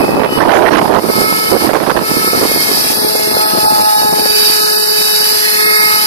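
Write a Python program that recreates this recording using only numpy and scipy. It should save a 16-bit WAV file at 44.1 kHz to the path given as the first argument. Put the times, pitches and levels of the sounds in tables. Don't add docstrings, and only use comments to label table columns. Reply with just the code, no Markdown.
import sys
import numpy as np
from scipy import signal
from scipy.fft import rfft, irfft, next_fast_len
from scipy.io import wavfile
from scipy.ndimage import uniform_filter1d, minimum_filter1d, map_coordinates

SR = 44100
rng = np.random.default_rng(int(sys.argv[2]) if len(sys.argv) > 2 else 0)


def dump(signal):
    limited = np.clip(np.atleast_2d(signal).T, -1, 1)
    pcm = np.round(limited * 32767).astype(np.int16)
    wavfile.write(sys.argv[1], SR, pcm)


def elevation(decibels):
    levels = np.asarray(decibels, float)
    return 10 ** (levels / 20)


N = 267246
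TOP_HZ = 14650


def unit(x):
    return x / np.sqrt(np.mean(x ** 2) + 1e-20)


def along(points, hz):
    f, v = np.transpose(points)
    return np.interp(np.log(hz + 1), np.log(f + 1), v)


def curves(rows):
    s, *cols = np.transpose(rows)
    return [np.interp(np.arange(N) / SR, s, c) for c in cols]


def wobble(rate):
    coarse = np.arange(0, N + 16, 16)
    knots = rng.standard_normal(N // 100)
    return np.interp(np.arange(N), coarse, map_coordinates(knots, [coarse * rate / SR]))


def filtered(x, response):
    m = next_fast_len(N + 8192)
    return irfft(rfft(x, m) * response(np.fft.rfftfreq(m, 1 / SR)), m)[..., :N]


def passing_db(rows, edge_s, rest_db):
    t = np.arange(0, N / SR, .002)
    start, hold, db = np.transpose(rows)[:, :, None]
    rise = (t - start) / edge_s[0]
    fall = (start + hold - t) / edge_s[1]
    shape = np.clip(1 + np.minimum(rise, fall), 0, 1) ** 2
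    power = elevation(2 * rest_db) + np.sum((elevation(db) * shape) ** 2, axis=0)
    return np.interp(np.arange(N) / SR, t, 10 * np.log10(power))


def bumps_db(rows):
    t = np.arange(0, N / SR, .001)
    s, ms, db = np.transpose(rows)[:, :, None]
    bumps = db * np.exp(-((t - s) * 1000 / ms) ** 4)
    return np.interp(np.arange(N) / SR, t, np.sum(bumps, axis=0))


def rush(spectrum, patchy_db, spiky_db=0, shade=None):
    kicks = rng.standard_normal(N) * elevation(spiky_db * wobble(300))
    bins, s, z = signal.stft(kicks, SR, nperseg=512)
    patches = uniform_filter1d(rng.standard_normal(z.shape), size=5, axis=0)
    patches = uniform_filter1d(patches, size=10, axis=1)
    gain = elevation(patchy_db * unit(patches))
    if shade:
        gain = gain * shade(bins, s)
    noise = signal.istft(z * gain, nperseg=512)[1][:N]
    return unit(filtered(noise, lambda hz: elevation(along(spectrum, hz))))


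def tone(order, db, angle, unsteady_db):
    shake = np.sqrt(order) * (.2 * wobble(12) + .17 * wobble(50))
    flutter_db = unsteady_db * min(order, 12) ** .5 * (.14 * wobble(30) + .4 * wobble(110))
    return np.sqrt(2) * elevation(db + flutter_db) * np.sin(order * angle + shake + rng.uniform(0, 2 * np.pi))


# (t/s, lower band f/Hz, upper band f/Hz, level/dB)
HULL_SHADOW = [(0, 1950, 2750, -3), (2.3, 1970, 2730, -2), (3.1, 2030, 3000, -3), (3.8, 2150, 3130, -2.5),
               (4.15, 2380, 3260, -3), (4.45, 2190, 3170, -3.5), (4.7, 2300, 3240, -7),
               (5.3, 2370, 3220, -6.5), (5.649, 2700, 2950, -3), (6.06, 2750, 2940, -4.5)]


def shadow(hz, s):
    at, low_hz, high_hz, db = np.transpose(HULL_SHADOW)
    width_hz = 148

    def dip(centre_hz):
        return np.exp(-((hz[:, None] - np.interp(s, at, centre_hz)) / width_hz) ** 2)

    return elevation(np.interp(s, at, db) * (1.04 * dip(low_hz) + dip(high_hz)))


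# (t/s, delay/ms)
WATER_ECHO = [(0, 1.62), (1.3, 1.68), (2.4, 1.62), (3.2, 1.46), (3.85, 1.42), (4.1, 1.31), (5.15, 1.3),
              (5.55, 1.16), (5.8, 1.07), (6.06, 1.0)]


def over_water(x):
    late = np.arange(N) - curves(WATER_ECHO)[0] * SR / 1000
    gain = .56 * elevation(2 * wobble(6))

    def bounce(hz):
        ripples = .4 + .6 / (1 + (hz / 8600) ** 6)
        hull = 1 - .6 / (1 + (hz / 3600) ** 8)
        return ripples * hull

    echo = filtered(np.array([map_coordinates(v, [late]) for v in x]), bounce)
    return x + gain * echo


# (t/s, f/Hz)
SHAFT_SPEED = [(0, 212), (.4, 213.5), (1.05, 214.5), (1.45, 217.6), (2.2, 218), (2.5, 216.6), (3.05, 213.8),
               (3.45, 213.4), (3.9, 212.3), (4.33, 212.3), (4.48, 213.1), (4.9, 213.2), (5.4, 213.6),
               (5.78, 213.4), (6.06, 212.7)]
# (t/s, level/dB)
HISS_LEVEL = [(0, -25.5), (.2, -31), (.98, -31), (1.06, -22), (1.2, -16.5), (1.66, -18), (1.73, -28),
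              (2.0, -26.5), (2.09, -17), (2.9, -13), (3.13, -16.5), (3.4, -13.5), (3.56, -15.5),
              (4.14, -17), (4.44, -11), (4.65, -14.5), (5.1, -12.5), (6.06, -12.5)]
# (start t/s, hold t/s, level/dB over the hiss)
BLADE_SWEEPS = [
    [(0, 0.24, 2), (.55, .1, 6), (1.05, 0.42, -6), (2, 0.046, -5), (3.04, 0.23, -4), (4.1, 0.32, -3.5),
     (4.6, 0.37, -4.5), (5.1, 0.39, -9), (5.6, 0.2, -5.5)],
    [(0, 0.26, 2.5), (1, 0.17, -8), (2, 0.4, -17), (3.05, 0.1, -6.5), (3.4, 0.047, -2), (3.66, 0.075, 5),
     (3.86, 0.25, 4.5), (4.5, 0.25, -12.5), (5.85, 0.13, -8)],
    [(0, 1.8, -7), (1.2, 0.23, -5.5), (1.8, 0.5, -3), (3.42, 0.6, -7), (4.6, 0.083, -10.5),
     (5.65, 0.32, -7.5)],
    [(.5, 1, -14), (1.2, 0.57, -10.5), (2.05, 0.57, -11.5), (3.15, 0.12, -14), (5.45, 0.17, -16.5),
     (5.68, 0.19, -5)],
]
# (start t/s, hold t/s, level/dB over the hiss)
MOTOR_SWEEPS = [
    [(0, .3, -19), (1.7, 0.5, -13), (3, 0.053, -10), (5.35, 0.15, -21)],
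    [(2.55, 0.15, -25), (3.65, 0.3, -25), (4.3, 0.21, -15), (4.75, 0.56, -19), (5.75, 0.33, -28)],
]
# (start t/s, hold t/s, level/dB over the hiss)
FRAME_SWEEPS = [
    [(.3, .1, -13), (1.3, 0.74, -14.5), (2, .7, -17.5), (3.85, 0.29, -13), (4.6, 0.16, -17.5),
     (5.6, 0.2, -15)],
    [(0, 0.35, -10), (5.45, 0.35, -14)],
    [(.03, 0.19, -2), (1.95, 0.15, -17), (2.6, 0.075, -38), (4.25, 0.16, -18.5), (4.75, 0.26, -21.5),
     (5.45, 0.53, -18)],
    [(2.75, 0.047, -25), (3.4, .15, -23), (4.35, 0.1, -32), (4.85, 0.43, -34), (5.75, .3, -25)],
    [(3.9, 0.19, -16), (4.3, 0.14, -15), (5, 0.15, -14.5), (5.9, .15, -23)],
    [(3.35, 0.25, -17), (4.55, 0.25, -21), (5.35, 0.21, -21), (5.9, 0.13, -22)],
    [(3.85, 0.68, -21.5), (5.1, 0.13, -19)],
    [(3.081, 0.81, -9)],
    [(.32, .03, -3), (1.45, 0.095, -12.5), (4.4, .1, -16.5), (4.95, 0.53, -17.5), (5.95, .1, -17.5)],
]
RESTING_LEVEL = [-15, -13.5, -17.5, -41, -16.5, -45, -17.5, -36, -23, -25, -26.5, -28.5, -42, -23, -27.5]
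# (shaft order, level/dB over the hiss)
FAINT_TONES = [(1, -30.5), (11, -35), ]
# (f/Hz, level/dB per Hz)
LEFT_COLOUR = [(60, -38), (150, -18), (250, -7.5), (540, -13), (1100, -7.5), (2400, -11), (3600, -6.5),
               (5500, -10), (7200, -11.5), (9000, -3.5), (10500, -0.5), (11700, 3), (13000, -4),
               (14500, -9)]
# (f/Hz, level/dB per Hz)
RIGHT_COLOUR = [(60, -55), (150, -21), (250, -11), (540, -13.5), (1100, -6), (2400, -5.5), (3300, -11.5),
                (4000, -4), (4700, 4.5), (5300, 0.5), (6200, -10.5), (8000, -13.5), (11000, -16),
                (14500, -17.5)]
# (f/Hz, lead/radians)
LEFT_LEAD = [(0, 1), (260, 2.5), (1890, 2.5), (2330, 4), (3450, 4), (3790, 1.5), (4480, 2), (4820, 4.5),
             (5600, 4.5), (7410, 5), (7670, 3), (12300, 2.5), (14000, -11), (14500, 10)]
# (f/Hz, likeness 0 to 1)
LIKENESS = [(200, 1), (600, 1), (2500, 0.41), (4000, 0.45), (9000, 0.42), (12000, 0.32)]
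# (t/s, half width/ms, level/dB)
GAIN_CONTROL = [
    (.35, 44, 7),
    (.58, 23, 2),
    (.855, 47, 5.5),
    (1.56, 35, -3),
    (2.44, 31, -1.5),
]


def airboat():
    shaft_hz, = curves(SHAFT_SPEED)
    angle = 2 * np.pi * np.cumsum(shaft_hz) / SR
    orders = (2, 4, 6, 10, 42, 22, 8, 9, 12, 24, 18, 20, 26, 3, 14)
    tones = np.zeros(N)
    for order, sweeps, rest_db in zip(orders, BLADE_SWEEPS + MOTOR_SWEEPS + FRAME_SWEEPS, RESTING_LEVEL):
        db = passing_db(sweeps, edge_s=(0.22, 0.36), rest_db=rest_db)
        tones += tone(order, db, angle, unsteady_db=2.49)
    for order, db in FAINT_TONES:
        tones += tone(order, db + 3 * wobble(3.0), angle, unsteady_db=5.0)
    tones *= 1 + 0.15 * np.cos(angle + 0.65 * wobble(7))

    beat = 1 + 0.22 * np.cos(2 * angle) + 0.26 * np.cos(4 * angle + 1.0)
    swell = elevation(1.34 + 0.24 * wobble(14) + 0.78 * wobble(60))
    hisses = np.array([rush(LEFT_COLOUR, patchy_db, shade=shadow) for patchy_db in (0.88, 1.2)])
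    shared, own = beat * swell * over_water(hisses)
    heard = elevation(curves(HISS_LEVEL)[0] + bumps_db(GAIN_CONTROL))

    def alike(hz):
        return np.clip(along(LIKENESS, hz), 0, 1)

    def right_port(hz):
        cavity_db = 1.64 / (1 + ((hz - 4700) / 130) ** 2)
        colour_db = along(RIGHT_COLOUR, hz) - along(LEFT_COLOUR, hz)
        return elevation(colour_db + cavity_db) * np.exp(-1j * along(LEFT_LEAD, hz))

    right = tones + filtered(shared, alike)
    right = right + filtered(own, lambda hz: np.sqrt(1 - alike(hz) ** 2))
    return np.array([heard * (tones + shared), filtered(heard * right, right_port)])


# (start t/s, hold t/s, level/dB)
GUSTS = [
    [(0, 6.6, -25), (0, 0.49, -15.5), (.1, 0.081, -17), (.55, 0.28, -16), (1.05, 0.036, -24),
     (1.52, 0.024, -25), (1.98, 0.83, -21.5), (2.95, 0.34, -20.5), (3.36, 0.47, -17), (4.04, 0.19, -17.5)],
    [(0, 3.35, -23.5), (0, 0.0078, -9.5), (.05, 1.1, -15), (.12, 0.31, -15), (1.2, 0.075, -14.5),
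     (1.3, 0.56, -18.5), (.2, 0.039, -17), (.42, 0.59, -8.5), (.49, 0.059, -2), (.62, 0.02, -1),
     (.74, 0.061, -3), (.9, 0.034, -9.5), (1.53, 0.022, -9.5), (1.66, 0.13, -8), (1.82, 0.18, -10.5),
     (2.05, 0.44, -17.5), (2.41, 0.04, -12.5), (2.55, 0.31, -18.5), (3.38, 0.025, -33), (3.98, 0.074, -28)],
]
# (t/s, half width/ms, level/dB)
LEFT_LULLS = [
    (.057, 7, -8),
    (.235, 29, -7),
    (.405, 12, -7),
    (.65, 12, -7),
    (.95, 90, 3.5),
    (2.47, 30, -3),
    (3.9, 68, -6),
]
# (t/s, half width/ms, level/dB)
RIGHT_LULLS = [(.03, 4.2, -14), (.065, 8.7, -14), (.155, 9.3, -11), (.32, 27, -11), (.445, 6.2, -8),
               (.468, 5.1, -13), (.505, 5, -17), (.603, 3.7, -18), (.703, 4.5, -14), (.765, 4.2, -12),
               (.805, 5.8, -14), (.838, 14, -9), (.883, 19, -7), (.945, 3.5, -1), (1.02, 19, -3),
               (1.6, 17, 0), (1.685, 4.9, -9), (1.72, 4.3, -6), (1.787, 18, -14), (1.856, 13, -4),
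               (1.883, 4.1, 3.5), (1.935, 8.1, -6)]
# (f/Hz, level/dB per Hz)
BUFFET_COLOUR = [(30, -21), (100, -9), (200, -0.5), (350, 2), (550, -3.5), (1000, -7), (2000, -23),
                 (5000, -31.5), (15000, -76)]
# (f/Hz, level/dB per Hz)
TEARING_COLOUR = [(100, -56), (300, 2), (600, 7), (1000, 1), (1500, -10), (2500, -19.5), (5000, -26),
                  (15000, -50)]
# (f/Hz, level/dB per Hz)
CRACKLE_COLOUR = [(300, -14), (800, 7.5), (1500, 11), (2500, -1), (4000, -8), (8000, -39), (15000, -50)]
# (t/s, level/dB, fade/ms)
SUDDEN_TEARS = [(0.082, -23, 8), (0.129, -23, 6.1), (0.231, -5, 31), (.402, -2, 12), (.734, -7, 17),
                (.855, -14, 9.9), (.886, -16, 10), (0.485, 3, 89), (0.524, 25, 11), (.555, -1, 9.4),
                (0.586, 32, 7.6), (0.616, 11, 6.6), (0.66, 35, 15), (0.68, 12, 5.1), (0.81, -14, 5),
                (0.948, -1, 23), (1.691, 8, 9.5), (1.733, 1, 6.1), (1.747, 14, 14), (1.762, -22, 25),
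                (1.808, -10.5, 37), (1.865, -9, 8.4), (1.897, 11, 7.8), (1.966, 18, 8.2), (1.913, -3, 7),
                (1.992, 2, 2.2), (2.005, -11, 6.9), (2.435, -6.5, 15)]


def wind():
    left_db, right_db = [passing_db(gusts, edge_s=(0.098, 0.11), rest_db=-68) for gusts in GUSTS]
    left_db = left_db + bumps_db(LEFT_LULLS) - 2.5
    right_db = right_db + 0.56 * bumps_db(RIGHT_LULLS)
    left_lumps, right_lumps = [unit(elevation(2.6 * wobble(40) + 2.5 * wobble(110))) for _ in range(2)]
    left = left_lumps * elevation(left_db) * rush(BUFFET_COLOUR, patchy_db=1.5, spiky_db=4.0)
    right = right_lumps * elevation(right_db) * rush(BUFFET_COLOUR, patchy_db=1.5, spiky_db=4.0)

    tear_db = right_db + 2.7 * (right_db + 7.5)
    tearing = rush(TEARING_COLOUR, patchy_db=4.0, spiky_db=6)
    crackle = rush(CRACKLE_COLOUR, patchy_db=1.5, spiky_db=10)
    steady = tearing + elevation(-19.5 + 6.9 * wobble(109.7)) * crackle
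    strength = np.zeros(N)
    t = np.arange(SR // 10) / SR
    for s, db, ms in SUDDEN_TEARS:
        strength[round(s * SR):][:len(t)] += elevation(db) * np.exp(-(t * 1000 / ms) ** 2)
    sudden = strength * (tearing + elevation(-6) * crackle)
    return np.array([left, right + right_lumps * elevation(tear_db) * steady + sudden])


# (t/s, level/dB)
SNAP_TIMES = [(0.0054, -19), (0.0183, -25), (0.2055, -17), (0.2164, -14), (0.234, -26), (0.2527, -18),
              (0.2605, -23), (0.2774, -26), (0.3865, -10), (0.404, -17), (0.4147, -17), (0.439, -10),
              (0.484, -11), (0.506, 4), (0.524, -11), (0.554, -2), (0.5706, 3), (0.594, 0), (0.6244, -14),
              (0.6534, -2), (0.6794, -6), (0.692, -11), (0.716, -21), (0.7564, -18), (0.7801, -15),
              (0.7923, -8), (0.816, -14), (0.8634, -23), (0.909, -21), (0.9304, -13), (0.947, -20),
              (0.9767, -13), (1.6667, -20), (1.6916, -14), (1.733, -11), (1.7494, -11), (1.758, -2),
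              (1.7684, -14), (1.802, -14), (1.827, -24), (1.864, -16), (1.8981, -6), (1.905, -20),
              (1.965, 2), (1.991, -10), (2.0083, -23)]
# (f/Hz, level/dB per Hz)
SNAP_COLOUR = [(300, -25), (900, 11.5), (1800, 6.5), (3000, -4), (5000, -18), (9000, -26), (15000, -50)]


def snaps():
    kicks = np.zeros(N)
    for (s, db), (sign, lag) in zip(SNAP_TIMES, rng.uniform(-0.86, 1, (len(SNAP_TIMES), 2))):
        clicks = round(s * SR) + np.array([20, 45 + int(15 * lag)])
        kicks[clicks] = elevation(db + 25) * np.sign(sign) * np.array([1, -.7])
    return filtered(kicks, lambda hz: elevation(along(SNAP_COLOUR, hz)))


# (t/s, peak level/dB, length/ms, f/Hz)
LEFT_SLAPS = [(0.01, -4, 4, 470), (0.039, 5, 6.1, 496), (0.077, -2, 3.8, 380), (0.09, -4, 4.3, 430),
              (0.108, -6, 3.3, 490), (0.129, -9, 6.2, 450), (0.169, -4, 3.8, 470), (0.179, -4, 3.3, 470),
              (0.186, -4, 4.9, 455), (0.307, -4, 4.7, 414), (0.333, -5, 10, 437), (0.363, -9.5, 2.7, 360),
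              (0.383, -12, 4.8, 370), (0.425, -4, 3.9, 390), (0.517, -6, 5.2, 370), (0.554, -4, 4.4, 410),
              (0.574, -8, 3.7, 510), (0.614, -14, 5.4, 430), (0.687, -5, 3.7, 480), (0.724, -4, 5.8, 350),
              (0.8, -6, 4.3, 310), (0.808, -8, 3.4, 450), (0.828, 0, 4.4, 390), (1.096, -3, 6.2, 360),
              (2.034, -7, 3.3, 460), (2.345, -7, 4, 473), (2.376, 0, 7, 298), (2.384, -10, 4.6, 330),
              (2.414, -6, 4.3, 504), (2.691, -6.5, 10, 530), (2.989, -9, 7.2, 360), (3.096, -11, 6.1, 537),
              (3.45, -17, 3.6, 776), (3.472, -22, 3.6, 515), (3.536, -4, 6.4, 363), (3.549, -2, 6.8, 430),
              (3.556, -6, 2.1, 540), (3.584, -1.5, 5.1, 440), (3.661, -16, 6.5, 810), (3.721, -3, 3.2, 560),
              (3.764, -11, 4.2, 684), (3.786, -11, 11, 730), (3.801, -7, 4.3, 627), (3.844, -17, 3.7, 825),
              (4.019, -6, 4.4, 800), (4.033, -4, 3.3, 745), (4.09, -13, 3.1, 650), (4.13, -12, 7.9, 710),
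              (4.186, -4.5, 4.8, 523), (4.259, -2.5, 7.7, 627)]
# (t/s, peak level/dB, length/ms, f/Hz)
RIGHT_SLAPS = [(0.007, 4, 4.6, 830), (0.019, 1, 4.4, 710), (0.028, 0.5, 4.0, 555), (0.045, -1, 5.3, 650),
               (0.082, -1.5, 4.4, 750), (0.094, -2, 7.6, 640), (0.134, -5, 3, 600), (0.161, 0, 4.4, 547),
               (0.175, -2, 4.2, 500), (0.188, 4, 3.3, 420), (0.196, -4, 2.5, 650), (0.206, -2, 4.4, 710),
               (0.217, 1, 3.4, 750), (0.226, -7, 6.9, 563), (0.251, 0, 4.2, 620), (0.262, -1, 5.6, 700),
               (0.292, -7, 4.2, 544), (0.38, 3, 3.6, 580), (0.404, 0, 9.2, 670), (0.416, -5, 3.5, 640),
               (1.006, -9, 3.8, 410), (1.052, -3, 4.7, 464), (1.062, -4, 7.1, 463), (1.09, 1, 2.8, 513),
               (1.1, 10, 6.9, 520), (1.211, -5, 3.4, 500), (1.218, 12, 4.1, 480), (1.244, -2, 6.1, 480),
               (1.523, 10, 6.2, 503), (1.534, 4, 26, 437), (1.554, 11, 3.8, 580), (1.566, 2.5, 9.2, 586),
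               (1.643, -6, 4.3, 470), (1.65, 7, 3.2, 360), (2.17, 5, 5.9, 358), (2.245, 1, 4.2, 470),
               (2.333, 1, 5.4, 556), (2.351, 2, 4.2, 450), (2.398, -5, 3.4, 436), (2.417, -2, 6, 640),
               (2.425, -4, 2.5, 540), (2.431, 1, 8.1, 567), (2.455, 1, 4.6, 480), (2.516, 4, 3.4, 453),
               (2.561, -1.5, 3.9, 400), (3.048, 2, 3.3, 430), (3.154, -2, 7.2, 610),
               (3.197, -5.5, 4.7, 550), (3.369, 3.5, 3.9, 516), (3.394, -9, 2.1, 600)]


def slaps():
    out = np.zeros((2, N + SR))
    t = np.arange(-2000, 2000) / SR
    for port, rows in enumerate((LEFT_SLAPS, RIGHT_SLAPS)):
        for (s, db, ms, hz), (slide, phase, skew) in zip(rows, rng.standard_normal((len(rows), 3))):
            turn = 2 * np.pi * 0.835 * hz * (t + 8 * slide * t * t) + 3 * phase
            swing = np.sin(turn + 1.15 * np.sin(0.477 * turn + skew) + 0.34 * np.sin(2 * turn))
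            width = ms / 1000 * np.where(t < 0, .4, .6)
            fade = np.exp(-np.abs(t / width) ** 2.3)
            out[port, round(s * SR):][:len(t)] += elevation(db - 1.0) * fade * swing
    return filtered(out[:, 2000:N + 2000], lambda hz: (1j * hz / (130 + 1j * hz)) ** 2)


def scene():
    mix = airboat() + wind() + slaps()
    mix[1] += snaps()
    return mix


# (f/Hz, level/dB under the mean treble power)
VANISHING_LEVEL = [(60, -12.5), (300, -18.5), (1500, -14.5), (2300, -9), (3250, -7.5), (4300, -17),
                   (5500, -9.5), (7000, -7.5), (8600, -11), (10500, -17), (14000, -11)]
# (t/s, level/dB)
LIMIT_DRIFT = [(0, -2), (2.7, -0.5), (3.35, 3.5), (3.7, 1.5), (4.1, 0.7), (4.4, -2.5), (4.8, 1.3),
               (5.4, -2.5), (5.7, 2.5), (6.06, -0.5)]


def thinned(x):
    hz, _, z = signal.stft(x, SR, window="cosine", nperseg=2048)
    treble_bins = (hz > 2500) & (hz < TOP_HZ)
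    treble = np.mean(np.abs(z[:, treble_bins]) ** 2, axis=1, keepdims=True)

    def swap(pair):
        joint = np.array([pair[0] + pair[1], pair[0] - pair[1]]) / np.sqrt(2)
        return np.where(hz[:, None] < 3700, joint, pair)

    bands = swap(z)
    edges = np.r_[0:84:6, 84:174:10, 174:len(hz) - 1:7, len(hz)]
    width = np.diff(edges)
    power = np.add.reduceat(np.abs(bands) ** 2, edges[:-1], axis=1) / width[:, None]
    power = np.repeat(power, width, axis=1)
    frames = np.minimum(np.arange(z.shape[-1]) * 1024, N - 1)
    drift_db = (curves(LIMIT_DRIFT)[0] + 2.2 * wobble(24))[frames]
    limit_db = along(VANISHING_LEVEL, hz)[:, None] + drift_db
    kept = bands * (power > treble * elevation(2 * limit_db))
    return signal.istft(swap(kept), window="cosine", nperseg=2048)[1][:, :N]


def roll_off(x):
    return signal.sosfilt(signal.butter(12, 14940, fs=SR, output="sos"), x)


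def record(dry):
    needed = np.minimum(1, 1.12 / (np.abs(dry) + 1e-9))
    limited = dry * uniform_filter1d(minimum_filter1d(needed, size=60), size=40)
    banded = filtered(thinned(limited), lambda hz: hz < TOP_HZ)
    return roll_off(np.clip(banded, -1, 1))


dry = scene()
out = record(dry)
dump(out)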